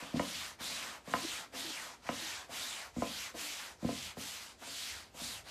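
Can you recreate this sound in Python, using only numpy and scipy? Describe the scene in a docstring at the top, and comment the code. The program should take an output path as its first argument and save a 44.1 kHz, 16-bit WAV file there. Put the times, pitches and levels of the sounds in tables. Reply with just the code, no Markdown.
"""A cotton cloth is rubbed briskly to and fro over the waxed front of a wooden drawer on a table in a
small room. From the start the fibres hiss, coloured by the hollow under the hand, whose pitch rises and
sinks with each stroke. For four seconds, hard pushes rock the drawer about once a second: it thumps on
the table and drops back with a knock. Now and then the cloth snags or groans on the wax. After that the
knocks are faint, and near the end a low rumble swells. One microphone hears it all."""
import sys
import numpy as np
from scipy import signal
from scipy.fft import rfft, irfft
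from scipy.io import wavfile
from scipy.ndimage import uniform_filter1d

SR = 44100
rng = np.random.default_rng(int(sys.argv[2]) if len(sys.argv) > 2 else 0)


def store_wav(level_fs):
    """Save 16-bit WAV to argv[1]."""
    pcm = np.round(np.clip(np.atleast_2d(level_fs), -1, 1) * 32767)
    wavfile.write(sys.argv[1], SR, pcm.T.astype(np.int16))


N = 242936
TIME = np.arange(N) / SR

# The hand's strokes, pull and push in turn. The crest is the highest pitch of the hollow under the hand.
# (moment of grip [s], speeding up [s], slowing down [s], hiss [dB], treble [dB], hand's weight [dB],
#  crest [Hz], time from the turn to the crest [s], hollow's strength at the crest [dB], grip [dB])
HAND_STROKES = [(0.02, 0.013, 0.21, -52.5, -2.5, 3, 3350, 0.14, 4, -49),
                (0.137, 0.29, 0.23, -44.5, -0.5, -1, 3470, 0.19, -2.5, -34),
                (.604, 0.072, 0.4, -43, 0, 3, 4120, 0.13, 1, -52.5),
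                (1.074, 0.28, 0.22, -43.5, -0.5, 0, 3853, 0.19, -3, -47.5),
                (1.535, 0.086, 0.43, -44.2, 0.5, 0, 3700, 0.15, 1.5, -50.5),
                (2.05, 0.27, 0.26, -44.5, -2, 0, 3880, 0.2, -3.5, -57.5),
                (2.491, 0.13, 0.36, -43.5, 0, 1.5, 3870, 0.2, 1, -53),
                (2.963, 0.29, 0.17, -45, -1, -2.5, 3400, .21, -2, -39.5),
                (3.342, .11, 0.38, -44.5, 2, -0.5, 3300, 0.15, -2.5, -48),
                (3.823, 0.25, 0.17, -46.5, -2, -4, 3540, .21, -1, -41.5),
                (4.169, 0.091, .37, -46.5, 1, -4.5, 3200, .15, -2.5, -45),
                (4.615, 0.25, 0.34, -44.5, 0, -6.5, 4200, 0.2, -5, -57.5),
                (5.142, 0.14, 0.21, -44.5, 3, -1.5, 4220, 0.16, 0.5, -57),
                (5.469, 0.27, .19, -42.5, -2, -1.5, 3500, .18, -2, -65.5)]
# The tones that drawer and table ring with: (pitch [Hz], level [dB], time to fade by 60 dB [s])
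WOOD_TONES = [(85.5, -17, 0.15), (147, -16, 0.11), (183.4, -8.5, 0.16), (240.4, 1.5, 0.093),
              (281.5, -5, 0.12), (310, -6.5, 0.072), (430, -18, 0.025), (490, -1.5, 0.043),
              (547.3, 5.5, 0.039), (632, -0.5, 0.053), (695, 5.5, 0.057), (804, -7.5, 0.022),
              (833, -10.5, 0.06), (1000, 4, 0.064), (1037, -12, 0.25), (1250, -1, 0.052),
              (1410, -4.5, 0.031), (1900, 4, 0.018), (2170, 3, 0.017), (2820, 3, 0.023)]


def strokes(stop_s=0.086, rest_db=-72, treble_fade_db_per_s=8, closing_db_per_s=12.5,
            hollow_rest_hz=926, hollow_rise_s=0.16, hollow_sink_s=0.1454):
    """The hand swings to and fro, setting the cloth's loudness and tone at every sample."""
    # How steeply the hiss follows the hand's speed, for a pull and then a push:
    # (time from the turn to the grip [s], exponent while speeding up, exponent while slowing down)
    swings = [(.029, 2.37, 1.38), (.038, 1.115, 2.86)]
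    total_power, tone_sum = 1e-16, 0
    for k, stroke in enumerate(HAND_STROKES):
        grip_s, rise_s, fall_s, hiss_db, treble_db, weight_db, crest_hz, crest_s, hollow_db, _ = stroke
        grip_lag_s, speeding, slowing = swings[k % 2]
        length_s = rise_s + fall_s
        age = np.clip(TIME - grip_s + grip_lag_s, 0, length_s)
        sliding = np.clip((length_s - age) / stop_s, 0, 1)   # the cloth sticks fast at the end
        speed = np.sin(np.pi / 2 * np.interp(age, [0, rise_s, length_s], [0, 1, 0]))
        power = (from_db(hiss_db) * sliding * speed ** np.where(age < rise_s, speeding, slowing)) ** 2
        past_crest = age - crest_s
        glide_s = np.where(past_crest < 0, hollow_rise_s, hollow_sink_s)
        lift_hz = (crest_hz - hollow_rest_hz) * np.exp(-(past_crest / glide_s) ** 2)
        treble_db = treble_db - treble_fade_db_per_s * past_crest
        hollow_db = hollow_db + closing_db_per_s * past_crest   # the hollow closes along the stroke
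        # where two strokes overlap, the louder one sets the tone
        tone_sum = tone_sum + power * np.array([treble_db, np.full(N, weight_db), lift_hz, hollow_db])
        total_power = total_power + power
    total_power = total_power + from_db(rest_db) ** 2
    treble_db, weight_db, lift_hz, hollow_db = tone_sum / total_power
    return 10 * np.log10(total_power), treble_db, weight_db, hollow_rest_hz + lift_hz, hollow_db


def cloth_hiss(hiss_db, treble_db, weight_db, hollow_hz, hollow_db, patchy_db=1.43, weave_db=0.42):
    """Countless fibres slip and hiss, duller as the hand slows; the hollow under the hand rings along."""
    # The tone of rubbing fibres: (frequency [Hz], level [dB])
    fibre_spectrum = [(120, -35.5), (350, -24), (700, -6), (1300, -3.5), (2200, -1.5), (4000, 0),
                      (6000, -2.5), (7700, -3), (8300, -7), (11000, -8.5), (13500, -26), (15000, -5)]
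    darkening_db = 0.96 * np.clip(hiss_db.max() - hiss_db, 0, 12)
    hiss = 0
    for hz, band in noise_bands(100, size=N):
        low_share = np.clip(np.log2(3500 / hz) / 2, 0, 1)
        high_share = np.clip(np.log2(hz / 5500), 0, 1)
        colour_db = low_share * (darkening_db + weight_db) + high_share * treble_db
        hiss = hiss + band * from_db(at_hz(fibre_spectrum, hz) + colour_db + patchy_db * drift(10.4))
    hiss = hiss + hand_hollow(hollow_hz, hollow_db)
    # even out the bright part of the hiss, so that the stroke sets its loudness
    bright_power = uniform_filter1d(butter(hiss, [3000, 8000], "band") ** 2, size=4410)
    hiss = hiss / np.sqrt(bright_power)
    return hiss * from_db(hiss_db + weave_db * drift(150))   # the weave catches and lets go


def hand_hollow(pitch_hz, strength_db, boost_db=3.0, wobble=0.023):
    """The hollow under the hand rings with noise, louder and purer the better it is closed."""
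    sharpness = 4.5 * np.sqrt(from_db(strength_db))
    noise = rng.standard_normal(N)
    wavering_hz = pitch_hz * np.exp(wobble * drift(10))
    return moving_resonance(noise, wavering_hz, sharpness) * from_db(boost_db + strength_db)


def contacts(usual_db=-47.5, usual_hz=460, usual_scuff_s=0.033, knock_scuff_s=0.0014):
    """List each grip of the hand and knock of the drawer as (time, level, brightness, scuff time)."""
    # The drawer bumps on the table: (time [s], level [dB], brightness [Hz])
    drawer_knocks = [(0.157, -38, 220), (0.195, -32.5, 1560), (1.114, -55, 250), (1.1375, -30.5, 2340),
                     (2.0899, -34.5, 2030), (2.979, -39.5, 220), (3.0211, -33, 970), (3.845, -32.5, 239),
                     (3.889, -37, 597), (4.674, -54, 1900), (5.212, -49.5, 280)]
    grips = []
    for s, *_, db in HAND_STROKES:
        harder_db = db - usual_db   # a harder grip is duller and shorter
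        grips.append((s, db, usual_hz / 2 ** (harder_db / 14.5), usual_scuff_s / 2 ** (harder_db / 5)))
    return grips + [(s, db, hz, knock_scuff_s) for s, db, hz in drawer_knocks]


def wood_knocks(vary_db=0.5, detune=0.01, flip_chance=0.08, scuff_db=-28, size=22050):
    """Each blow is a click and a short scuff that ring the wood; the brighter the blow, the more of the high
    tones it wakes."""
    out = np.zeros(N + size)
    attack = TIME[:size] < 0.025   # a blow's level is that of its first moments
    for s, blow_db, contact_hz, scuff_s in contacts():
        scuff = from_db(scuff_db) * rng.standard_normal(size) * np.exp(-TIME[:size] / scuff_s)
        force = cross_panel(butter(signal.unit_impulse(size) + scuff, contact_hz, "low"))
        blow = np.zeros(size)
        for hz, db, fade_s in WOOD_TONES:
            # the spot that is hit sets each tone's strength and sign; the hand's load shifts its pitch
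            strength = from_db(db + vary_db * rng.standard_normal())
            sign = np.sign(rng.random() - flip_chance)
            pitch_hz = hz * np.exp(detune * rng.standard_normal())
            blow += sign * strength * ring(force, pitch_hz, fade_s)
        start = round(s * SR)
        out[start:start + size] += from_db(blow_db) * blow / np.std(blow[attack])
    return out[:N]


def cross_panel(force, bass_delay_s=0.00892, corner_hz=380):
    """Low bending waves cross a wooden panel more slowly than high ones."""
    hz = np.arange(len(force) // 2 + 1) * SR / len(force)
    phase = 2 * np.pi * bass_delay_s * corner_hz * np.arctan(hz / corner_hz)
    return irfft(rfft(force) * np.exp(-1j * phase), len(force))


def wood_murmur(drag_db, offset_db=-17, contact_hz=550, uneven_db=2.5):
    """The dragging cloth keeps the drawer's low tones faintly ringing."""
    drag = butter(rng.standard_normal(N), contact_hz, "low", order=1)
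    wood = sum(from_db(db) * ring(drag, hz, fade_s) for hz, db, fade_s in WOOD_TONES)
    return rms_one(wood) * from_db(drag_db + offset_db + uneven_db * drift(4.2))


def wax_groans(jitter=0.033, uneven_db=5.5, overtone_db=-14):
    """The cloth sticks and slips on the wax at a nearly steady rate, making brief low groans."""
    # Spells of sticking and slipping: (time [s], half length [s], slip rate [Hz], level [dB])
    groans = [(1.243, 0.013, 309, -42.5), (1.68, 0.037, 315, -54.5), (2.246, 0.057, 322, -58),
              (3.461, 0.045, 297.5, -56.5)]
    out = np.zeros(N)
    wander = np.exp(jitter * drift(31.7))
    for s, half_length_s, hz, db in groans:
        phase = 2 * np.pi * np.cumsum(hz * wander) / SR
        tone = np.sin(phase) + from_db(overtone_db) * np.sin(2 * phase)
        out += from_db(db) * swell(s, half_length_s) * tone
    return np.sqrt(2) * out * from_db(uneven_db * drift(60))


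def cloth_snags(band_ratio=1.58):
    """A fold of the cloth snags with a short rasp of noise."""
    # The rasps: (time [s], half length [s], centre frequency [Hz], level [dB])
    snags = [(0.171, 0.013, 3220, -45.5), (2.072, 0.007, 1700, -48), (4.633, 0.017, 950, -50),
             (5.204, .018, 900, -54)]
    noise = rng.standard_normal(N)
    out = np.zeros(N)
    for s, half_length_s, hz, db in snags:
        rasp = rms_one(butter(noise, [hz / band_ratio, hz * band_ratio], "band"))
        out += from_db(db) * swell(s, half_length_s) * rasp
    return out


def room_echo(sound, first_echo_s=0.0057, size=22050):
    """The room returns a blur of echoes that die sooner in the treble."""
    # How long the room rings: (frequency [Hz], time to fade by 60 dB [s])
    fade_times = [(100, 0.59), (300, 0.32), (1000, 0.26), (3000, 0.25), (12000, 0.15)]
    t = TIME[:size]
    tail = sum(band * from_db(-60 * t / at_hz(fade_times, hz)) for hz, band in noise_bands(50, size))
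    tail = tail * np.clip(t / first_echo_s - 1, 0, 1)
    return signal.fftconvolve(sound, tail / np.sqrt(np.sum(tail ** 2)))[:N]


def background(air_db=-65.5, rumble_db=-69.5, rumble_band_hz=(50, 95)):
    """Quiet room air and the table's low rumble."""
    # The tone of the still room: (frequency [Hz], level [dB])
    air_spectrum = [(25, -25), (45, -18), (70, -11), (120, -7), (250, -1), (700, -5.5), (1500, -57),
                    (4000, -18), (9000, -29), (15000, -46)]
    # Moments when the rumble grows: (time [s], half length [s], level [dB])
    rumble_swells = [(4.95, 0.03, -62.5), (5.36, .17, -65)]
    air = rms_one(sum(band * from_db(at_hz(air_spectrum, hz)) for hz, band in noise_bands(20, size=N)))
    rumble = rms_one(butter(rng.standard_normal(N), rumble_band_hz, "band"))
    swelling = sum(from_db(db) * swell(s, half_length_s) for s, half_length_s, db in rumble_swells)
    return from_db(air_db) * air + (from_db(rumble_db) + swelling) * rumble


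def from_db(db):
    """Turn decibels into a number to multiply by."""
    return 10 ** (np.asarray(db) / 20)


def rms_one(x):
    """Scale a signal so that its average level (rms) is 1."""
    return x / np.sqrt(np.mean(x ** 2) + 1e-20)


def at_hz(points, hz):
    """Read between the rows of a (frequency, value) table, with octaves evenly spaced."""
    frequencies, values = np.array(points).T
    return np.interp(np.log(hz), np.log(frequencies), values)


def butter(x, hz, kind, order=2):
    """A Butterworth filter: keep the lows, the highs or a band."""
    return signal.sosfilt(signal.butter(order, np.clip(hz, 10, .45 * SR), kind, fs=SR, output="sos"), x)


def drift(rate_hz):
    """A smooth random wander, typically about 1 in size."""
    r = np.exp(-80 * np.pi * rate_hz / SR)
    slow = signal.lfilter([1], [1, -2 * r, r * r], rng.standard_normal(N // 40 + 2002))[2000:]
    return np.interp(np.arange(N) / 40, np.arange(len(slow)), rms_one(slow))


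def swell(s, half_length_s):
    """A bell-shaped rise and fall around a moment."""
    return np.exp(-((TIME - s) / half_length_s) ** 2)


def noise_bands(low_hz, size):
    """Noise in slices a third of an octave wide, as (centre Hz, band); neighbours are unrelated."""
    edges = 16000 / 2 ** (np.arange(28, -1, -1) / 3)
    white = rng.standard_normal((2, size))
    return [(np.sqrt(low * high), butter(white[k % 2], [low, high], "band"))
            for k, (low, high) in enumerate(zip(edges, edges[1:])) if high > low_hz]


def ring(force, hz, fade_s):
    """A force sets one tone ringing, which dies away by 60 dB in fade_s."""
    r = from_db(-60 / (fade_s * SR))
    w = 2 * np.pi * hz / SR
    return signal.lfilter([.5, 0, -.5], [1, -2 * r * np.cos(w), r * r], force + 1e-18)


def moving_resonance(x, centre_hz, sharpness, size=128):
    """Keep a band of the sound whose centre and sharpness glide."""
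    out, state = np.zeros(N), np.zeros(2)
    for i in range(0, N, size):
        w = 2 * np.pi * centre_hz[i] / SR
        r = np.exp(-w / (2 * sharpness[i]))
        forward = np.array([1, 0, -1]) * (1 - r * r) / 2
        feedback = [1, -2 * r * np.cos(w), r * r]
        out[i:i + size], state = signal.lfilter(forward, feedback, x[i:i + size], zi=state)
    return out


def scene(knock_echo_db=-10, cloth_echo_db=-16):
    """Cloth and wood in the room, the same in both channels."""
    hiss_db, treble_db, weight_db, hollow_hz, hollow_db = strokes()
    hiss = cloth_hiss(hiss_db, treble_db, weight_db, hollow_hz, hollow_db)
    rubbing = hiss + wood_murmur(hiss_db + weight_db) + wax_groans() + cloth_snags()
    knocks = wood_knocks()
    echo = room_echo(from_db(knock_echo_db) * knocks + from_db(cloth_echo_db) * rubbing)
    mono = rubbing + knocks + echo + background()
    return np.stack([mono, mono])


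def record(dry, bass_cut_hz=40, treble_cut_hz=14300):
    """The microphone loses the deep bass; the highest treble is cut off."""
    treble_cut = signal.ellip(10, .1, 80, treble_cut_hz, fs=SR, output="sos")
    return signal.sosfilt(treble_cut, butter(dry, bass_cut_hz, "high"))


dry = scene()
out = record(dry)
store_wav(out)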